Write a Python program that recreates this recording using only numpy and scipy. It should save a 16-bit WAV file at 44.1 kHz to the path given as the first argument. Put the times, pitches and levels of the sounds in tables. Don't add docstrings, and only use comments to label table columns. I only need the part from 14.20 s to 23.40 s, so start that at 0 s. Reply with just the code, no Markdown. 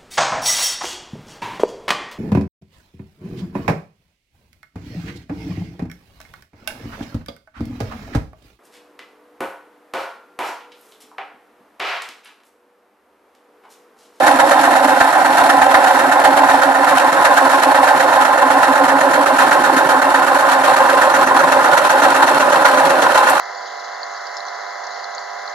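import sys
import numpy as np
from scipy import signal
from scipy.fft import rfft, irfft, next_fast_len
from scipy.io import wavfile

SR = 44100
rng = np.random.default_rng(int(sys.argv[2]) if len(sys.argv) > 2 else 0)


def dump(signal):
    limited = np.clip(np.atleast_2d(signal).T, -1, 1)
    pcm = np.round(limited * 32767).astype(np.int16)
    wavfile.write(sys.argv[1], SR, pcm)


N = 405719
TIME = np.arange(N) / SR


def plastic_case(turns, knocks, drive_db, feed_db, grind_db):
    # f/Hz, width/Hz, level/dB, left-right/dB, change/(dB/s),
    # swing over a turn/dB, loudest point/turns
    boom = [(158.6, 36, -44, 0, 0.78, -0.7, 0.4), (230.5, 15.45, -50.5, -13, 2.5, -2, 0.14),
            (274.8, 28, -29, -1.5, 0.2, 0.5, 0.97), (301, 28, -38, 1.2, -1.0, -3.3, 0),
            (345.4, 71, -33, -2.5, 0.9, 2.4, 0.76), (447, 103, -36.5, 12, 1.16, 0.7, 0.5)]
    drone = [(553, 46, -24.5, -5, -0.42, 0.44, 0.33), (570.7, 96, -20, -7.5, 0.34, 0.54, 0.1),
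             (641.5, 74, -26, 0.5, 0.14, 1.3, 0.1)]
    growl = [(699, 82, -24.5, 1, -1.14, 2.4, 0.17), (783, 75, -18.5, -4, -0.32, 1.4, 0.69),
             (851.6, 46.4, -19, -2, -0.06, 0.74, 0.17), (943.5, 51, -23, -5, 0.57, 2.3, 0.16),
             (1014.4, 45, -20.5, 0, 0.21, 0.96, 0.95), (1061, 45, -26.5, 6.5, 0.032, 2.1, 0.49)]
    crunch = [(1249, 170, -22.5, -6.5, 0.63, 0.2, 0.81), (1309, 68, -29, -13.5, -0.54, 0.2, 0.87),
              (1430, 109, -21.5, -13.5, 0.45, 1, 1), (1571, 57, -25, 3, -0.15, 1.0, 0.57),
              (1682, 184, -24.5, -15, 0.054, 0.37, 0.4), (1781, 86, -26.5, -2.5, -0.35, 0.94, 0.14),
              (1884, 174, -28, 1, -0.027, 0.33, 0.28), (2082, 194, -33.5, 2, -0.32, 0.32, 0.51)]
    # t/s, level/dB
    boom_level = [(0.0, 4.5), (0.4, 4), (0.8, 4.5), (3.1, 1.8), (4.1, 0), (4.5, 1), (5.7, 3), (6.3, -1.5),
                  (7.0, 2.5), (7.6, -1), (8.0, 1.5), (8.4, -1), (8.8, -0.5), (9.2, -4.5)]
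    drone_level = [(0.0, 1.5), (0.4, -1), (3.4, -1.8), (3.8, 2.7), (4.2, -0.2), (5.1, 0.5), (5.8, -2.3),
                   (7.8, 1.5), (8.2, -0.5), (8.6, 5.5), (9.2, -1.5)]
    boom_db, drone_db, growl_db, crunch_db = drive_db
    fade_db = -0.09 * (TIME - TIME[-1] / 2)
    growl_db = growl_db + 0.2 * feed_db + fade_db + grind_db
    crunch_db = crunch_db + 0.085 * feed_db + grind_db
    case = from_db(boom_db + swell(boom_level)) * ringing(boom, turns, knocks, knock_share=0.21)
    case += from_db(drone_db + swell(drone_level)) * ringing(drone, turns, knocks, knock_share=0.26)
    case += from_db(growl_db) * ringing(growl, turns, knocks, knock_share=0.22)
    case += from_db(crunch_db) * ringing(crunch, turns, knocks, knock_share=0.39)
    return case


def blade_strokes(turns):
    # start/turns, rise/turns, then lift/dB of boom, drone, growl, crunch, rasp
    strokes = [(0.143, 0.084, 4, 4, -0.5, 6, 5.5), (.47, 0.085, 3.5, 5.5, 2.5, 1.1, -0.4),
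               (.77, .13, 5.5, 2.5, 0.5, 2.5, 2.5)]
    idle_db = (-4, -4.5, -0.83, -2.42, -1.48)
    free_db, free_at_turn, free_width_turns = (-7, -5, -5, -5, -3), 0.11, 0.038
    grain_spread_db = (1.5, 1.15, 0.26, 0.26, 0.32)
    count = int(turns[-1]) + 2
    free_turn, free_phase = np.divmod(turns - free_at_turn + .5, 1)
    free = np.exp(-((free_phase - .5) / free_width_turns) ** 2)
    depth = 1 + 0.37 * rng.standard_normal(count)
    jolts = np.outer(free_db, depth[free_turn.astype(int)] * free)
    for start, rise, *lifts_db in strokes:
        turn, phase = np.divmod(turns - start, 1)
        age = phase / rise
        strength = 1 + 0.11 * rng.standard_normal(count)
        jolts += np.outer(lifts_db, strength[turn.astype(int)] * age * np.exp(1 - age))
    bluntness = 0.14 * np.exp(-TIME / 0.6)
    jolts += bluntness * (jolts - jolts.mean(axis=1, keepdims=True))
    base_db = rng.standard_normal((count, len(idle_db))) * grain_spread_db + idle_db
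    return jolts + [np.interp(turns, np.arange(count) + .5, part) for part in base_db.T]


def gear_knocks(turns, per_turn, slack, uneven_db):
    teeth = np.arange(turns[0] * per_turn, turns[-1] * per_turn).round()
    late, strength = rng.standard_normal((len(teeth), 2)).T
    at = np.interp((teeth + slack * late) / per_turn, turns, np.arange(N)).astype(int)
    knocks = np.zeros(N)
    knocks[at] = from_db(uneven_db * np.tanh(strength)) * rng.choice([-1, 1], len(teeth))
    return rms_one(knocks)


def catches(rise_s):
    # t/s, grinding/dB, rasp/dB
    brief_changes = [(0.076, 2, 2.5), (0.197, 5, 3.5), (0.436, 0.5, 0.5), (0.678, 0, -1), (0.803, 4, 2),
                     (0.927, 0, -3), (1.293, -0.5, 1.5), (1.417, 4.5, 2), (1.54, 7.5, 1), (2.231, 5.5, 3),
                     (2.338, 5, 4), (2.771, 4, 6), (3.048, 2.5, 5.5), (4.007, 2, 4.5), (4.493, 1.5, 2),
                     (4.634, 1, 4.5), (5.058, 1, 0), (6.287, 4, 6.5), (6.771, 4.5, 4), (7.163, 5, 6),
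                     (7.512, 3, 6), (7.573, 1.5, 3.5), (7.699, 2.5, 4), (7.899, 2, 5), (8.022, 6.5, 5.5),
                     (8.315, 4, 2), (8.357, 2, 4.5), (8.452, 5.5, 5.5), (8.816, -2, 4), (8.974, 2.5, 8.5)]
    snags_per_s, snag_rise_s, snag_decay_s, snag_lifts_db = 5.8, 0.0014, 0.015, (2.5, 5)
    lifts = np.zeros((2, N))
    for start, grind_db, rasp_db in brief_changes:
        near = (TIME > start) & (TIME < start + 10 * rise_s)
        age = (TIME[near] - start) / rise_s
        lifts[:, near] += np.outer([grind_db, rasp_db], age * np.exp(1 - age))
    age = TIME[:SR // 10]
    snag = (1 - np.exp(-age / snag_rise_s)) * np.exp(-age / snag_decay_s)
    snags = signal.oaconvolve(rng.random(N) < snags_per_s / SR, snag / snag.max())[:N]
    return lifts + np.outer(snag_lifts_db, np.tanh(snags))


def chatter(turns, fade_s):
    # start/s, end/s, f/Hz, wander/Hz, level/dB, loudest point/turns, throb depth/dB
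    stretches = [(2.05, 3.7, 274.4, 5.2, -22.5, 0.74, 20), (4.22, 5.2, 273.8, 4.64, -19, 0.78, 37),
                 (0, 7.9, 539.4, 14.7, -23, 0.6, 20), (0, 3, 783, 16, -18, 0.35, 24),
                 (2.7, 7.3, 1063, 16.2, -17, 0.68, 26), (3.599, 6.2, 4500, 35, -52, .42, 24),
                 (5.0, 4.1, 5990, 30, -35, 0.54, 40), (6.8, 8.9, 6006, 43, -33, 0.23, 45)]
    out = np.zeros((2, N))
    for start, end, hz, wander_hz, level_db, loudest, depth_db in stretches:
        pitch_hz = hz + wander_hz * drift(25.0)
        tone = np.sqrt(2) * np.sin(2 * np.pi * np.cumsum(pitch_hz) / SR)
        gate = np.clip(np.minimum(TIME - start, end - TIME) / fade_s, 0, 1)
        throb_db = -depth_db * np.sin(np.pi * (turns - loudest)) ** 2
        out += tone * gate * from_db(level_db + throb_db + 1.3 * drift(0.64))
    return out * from_db([[-1.2], [1.2]])


def shaving(cut, grain_db, grain_rate, snap_rate, snap_db, snap_s):
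    # f/Hz, density/(dB per Hz), left-right/dB
    rasp = [(2224, -54.5, 12), (2303, -59.5, 4.5), (3400, -65.5, 15), (4200, -62, 8), (4900, -68.5, 5),
            (5400, -66.5, 3.5), (6320, -72, -1), (7300, -68.5, -2.5), (9000, -71.5, -6),
            (10000, -68.5, -12), (11200, -69, -11.5), (12640, -77.5, -8), (14100, -92.5, 6)]
    dust_above_hz, low_cut_hz = 6500., 2200
    size = next_fast_len(N)
    hz = np.arange(size // 2 + 1) * SR / size
    snaps = (rng.random(N) < snap_rate / SR) * rng.random(N)
    snaps = signal.lfilter([1], [1, -np.exp(-1 / (snap_s * SR))], snaps)
    force = from_db(grain_db * drift(grain_rate)) + from_db(snap_db) * snaps
    fibres = cut * rms_one(force * rng.standard_normal((2, N)))
    dust_force = force ** 0.88 * from_db(0.48 * drift(90))
    dust = cut ** 0.96 * rms_one(dust_force * rng.standard_normal((2, N)))
    fibres = drawer(fibres, t60=0.043, wet_db=-6.5)
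    dust_share = hz ** 4 / (hz ** 4 + dust_above_hz ** 4)
    mid, side = np.sqrt(1 - dust_share) * rfft(fibres, size) + np.sqrt(dust_share) * rfft(dust, size)
    density_db, pan_db = at_hz(rasp, hz)
    low_cut = 1 - 1 / (1 + (hz / low_cut_hz) ** 12)
    spectrum = stereo(mid, side, hz, pan_db) * from_db(density_db) * low_cut
    return irfft(spectrum, size)[:, :N] * np.sqrt(SR / 2)


def steel_cutter(cut, turns, knocks):
    # f/Hz, width/Hz, level/dB, left-right/dB, change/(dB/s),
    # swing over a turn/dB, loudest point/turns
    modes = [(2710, 55, -36.5, -1.5, 0.31, 1.8, 0.53), (3566, 72, -42, -8, 0.018, 4.2, 0.75),
             (3733, 94, -38.5, 19, -0.34, 2.4, 0.51), (3950, 80, -47, 2, 1, 2, .4),
             (4380, 40, -70, -5, 1, 3.1, 0.4), (6000, 130, -45.5, -2, 0.65, 5.3, .25),
             (6680, 81, -46, -31, 0.31, 7.2, 0.2)]
    return cut * ringing(modes, turns, knocks, knock_share=0.11)


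def guide_scrapes(t60):
    # t/s, level/dB
    rubs = [(8.975, -38), (9.028, -40), (9.097, -16)]
    level = np.zeros(N)
    for start, db in rubs:
        level += (TIME > start) * from_db(db - 60 * np.clip((TIME - start) / t60, 0, 2))
    return level * band(rng.standard_normal((2, N)), hz=9600, width_hz=4500)


def drawer(x, t60, wet_db):
    age = TIME[:SR // 20]
    echoes = rng.standard_normal((2, len(age))) * from_db(-60 * age / t60)
    echoes *= from_db(wet_db) / np.linalg.norm(echoes, axis=1, keepdims=True)
    echoes[:, 0] += 1
    return signal.fftconvolve(x, echoes, axes=1)[:, :N] / np.sqrt(1 + from_db(2 * wet_db))


def motor():
    return from_db(-62) * np.sin(2 * np.pi * 120 * TIME)


def rumble():
    return from_db(-65 + 3.6 * drift(9.1)) * band(rng.standard_normal((2, N)), hz=85, width_hz=120)


def ringing(modes, turns, knocks, knock_share):
    out = np.zeros((2, N))
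    scattered = rng.standard_normal((2, N))
    for k, (hz, width_hz, level_db, pan_db, change_db, swing_db, loudest) in enumerate(modes):
        drive = np.sqrt(knock_share) * knocks + np.sqrt(1 - knock_share) * rng.standard_normal(N)
        sound = stereo(band(drive, hz, width_hz), band(scattered[k % 2], hz, width_hz), hz, pan_db)
        orbit_db = swing_db * np.cos(2 * np.pi * (turns - loudest))
        out += sound * from_db(level_db + orbit_db + change_db * (TIME - TIME[-1] / 2))
    return out


def stereo(mid, side, hz, pan_db):
    # f/Hz, correlation/0-1
    likeness = [(150, 0.88), (280, 1), (550, 0.94), (1000, 0.98), (1400, 0.58), (2000, 0.93), (3500, 0.03),
                (12000, 0.08)]
    alike, = at_hz(likeness, hz)
    mid, side = np.sqrt((1 + alike) / 2) * mid, np.sqrt((1 - alike) / 2) * side
    ratio = from_db(pan_db)
    return np.array([(mid + side) * ratio, mid - side]) * np.sqrt(2 / (1 + ratio ** 2))


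def band(x, hz, width_hz):
    low = np.sqrt(hz ** 2 + (width_hz / 2) ** 2) - width_hz / 2
    sos = signal.butter(2, [low, low + width_hz], "band", fs=SR, output="sos")
    return rms_one(signal.sosfilt(sos, x))


def drift(rate):
    pole = np.exp(-20 * np.pi * rate / SR)
    noise = rng.standard_normal(N // 10 + 4002)
    slow = signal.lfilter([1], [1, -2 * pole, pole * pole], noise)[4000:]
    return np.interp(np.arange(N) / 10, np.arange(len(slow)), rms_one(slow))


def swell(rows):
    db = over_time(rows)
    return db - db.mean()


def over_time(rows):
    return np.interp(TIME, *np.transpose(rows))


def at_hz(rows, hz):
    first, *columns = np.transpose(rows)
    return [np.interp(np.log(hz + 1e-9), np.log(first), column) for column in columns]


def from_db(db):
    return 10 ** (np.asarray(db) / 20)


def rms_one(x):
    return x / np.sqrt(np.mean(x ** 2) + 1e-20)


def scene():
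    # t/s, angle/turns
    rotation = [(-.074, 0), (.534, 5), (.908, 8), (1.395, 12), (2.144, 18), (2.776, 23), (3.398, 28),
                (4.408, 36), (5.923, 48), (6.417, 52), (8.303, 67), (9.3, 75)]
    # t/s, rasp level/dB
    feed = [(0.0, 1.3), (1.0, 0.1), (1.4, 0.9), (2.3, -1.1), (3.1, 0.6), (4.8, -1.9), (5.2, 1), (5.8, -0.5),
            (6.9, -0.4), (7.9, 0.5), (8.3, 0.5), (9.2, 1.5)]
    # t/s, left-right/dB
    place = [(0, -.9), (5.8, 0), (8, 1.4), (9.2, 1.5)]
    turns, feed_db, place_db = over_time(rotation), swell(feed), over_time(place)
    *case_db, rasp_db = blade_strokes(turns)
    knocks = gear_knocks(turns, per_turn=14, slack=0.1044, uneven_db=3.5)
    grind_lift, rasp_lift = catches(rise_s=0.0061)
    judder = drift(46)
    cut = from_db(rasp_db + feed_db + rasp_lift + 0.84 * judder)
    case = plastic_case(turns, knocks, case_db, feed_db, grind_db=grind_lift + 0.99 * judder)
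    case += chatter(turns, fade_s=0.057)
    left_lag_s = .00012
    case[0] = np.interp(TIME - left_lag_s, TIME, case[0])
    wood = shaving(cut, grain_db=1.2, grain_rate=620, snap_rate=52, snap_db=0.5, snap_s=0.0048)
    blades = from_db(-1.15) * wood + from_db(-3.8) * steel_cutter(cut, turns, knocks)
    mix = case + blades + guide_scrapes(t60=0.074) + motor() + rumble()
    return mix * from_db([place_db / 2, -place_db / 2])


def record(dry):
    squashed = dry / (1 + np.abs(dry / 1.02) ** 10) ** (1 / 10)
    return signal.sosfilt(signal.ellip(10, .1, 70, 14500, fs=SR, output="sos"), squashed)


dry = scene()
out = record(dry)
dump(out)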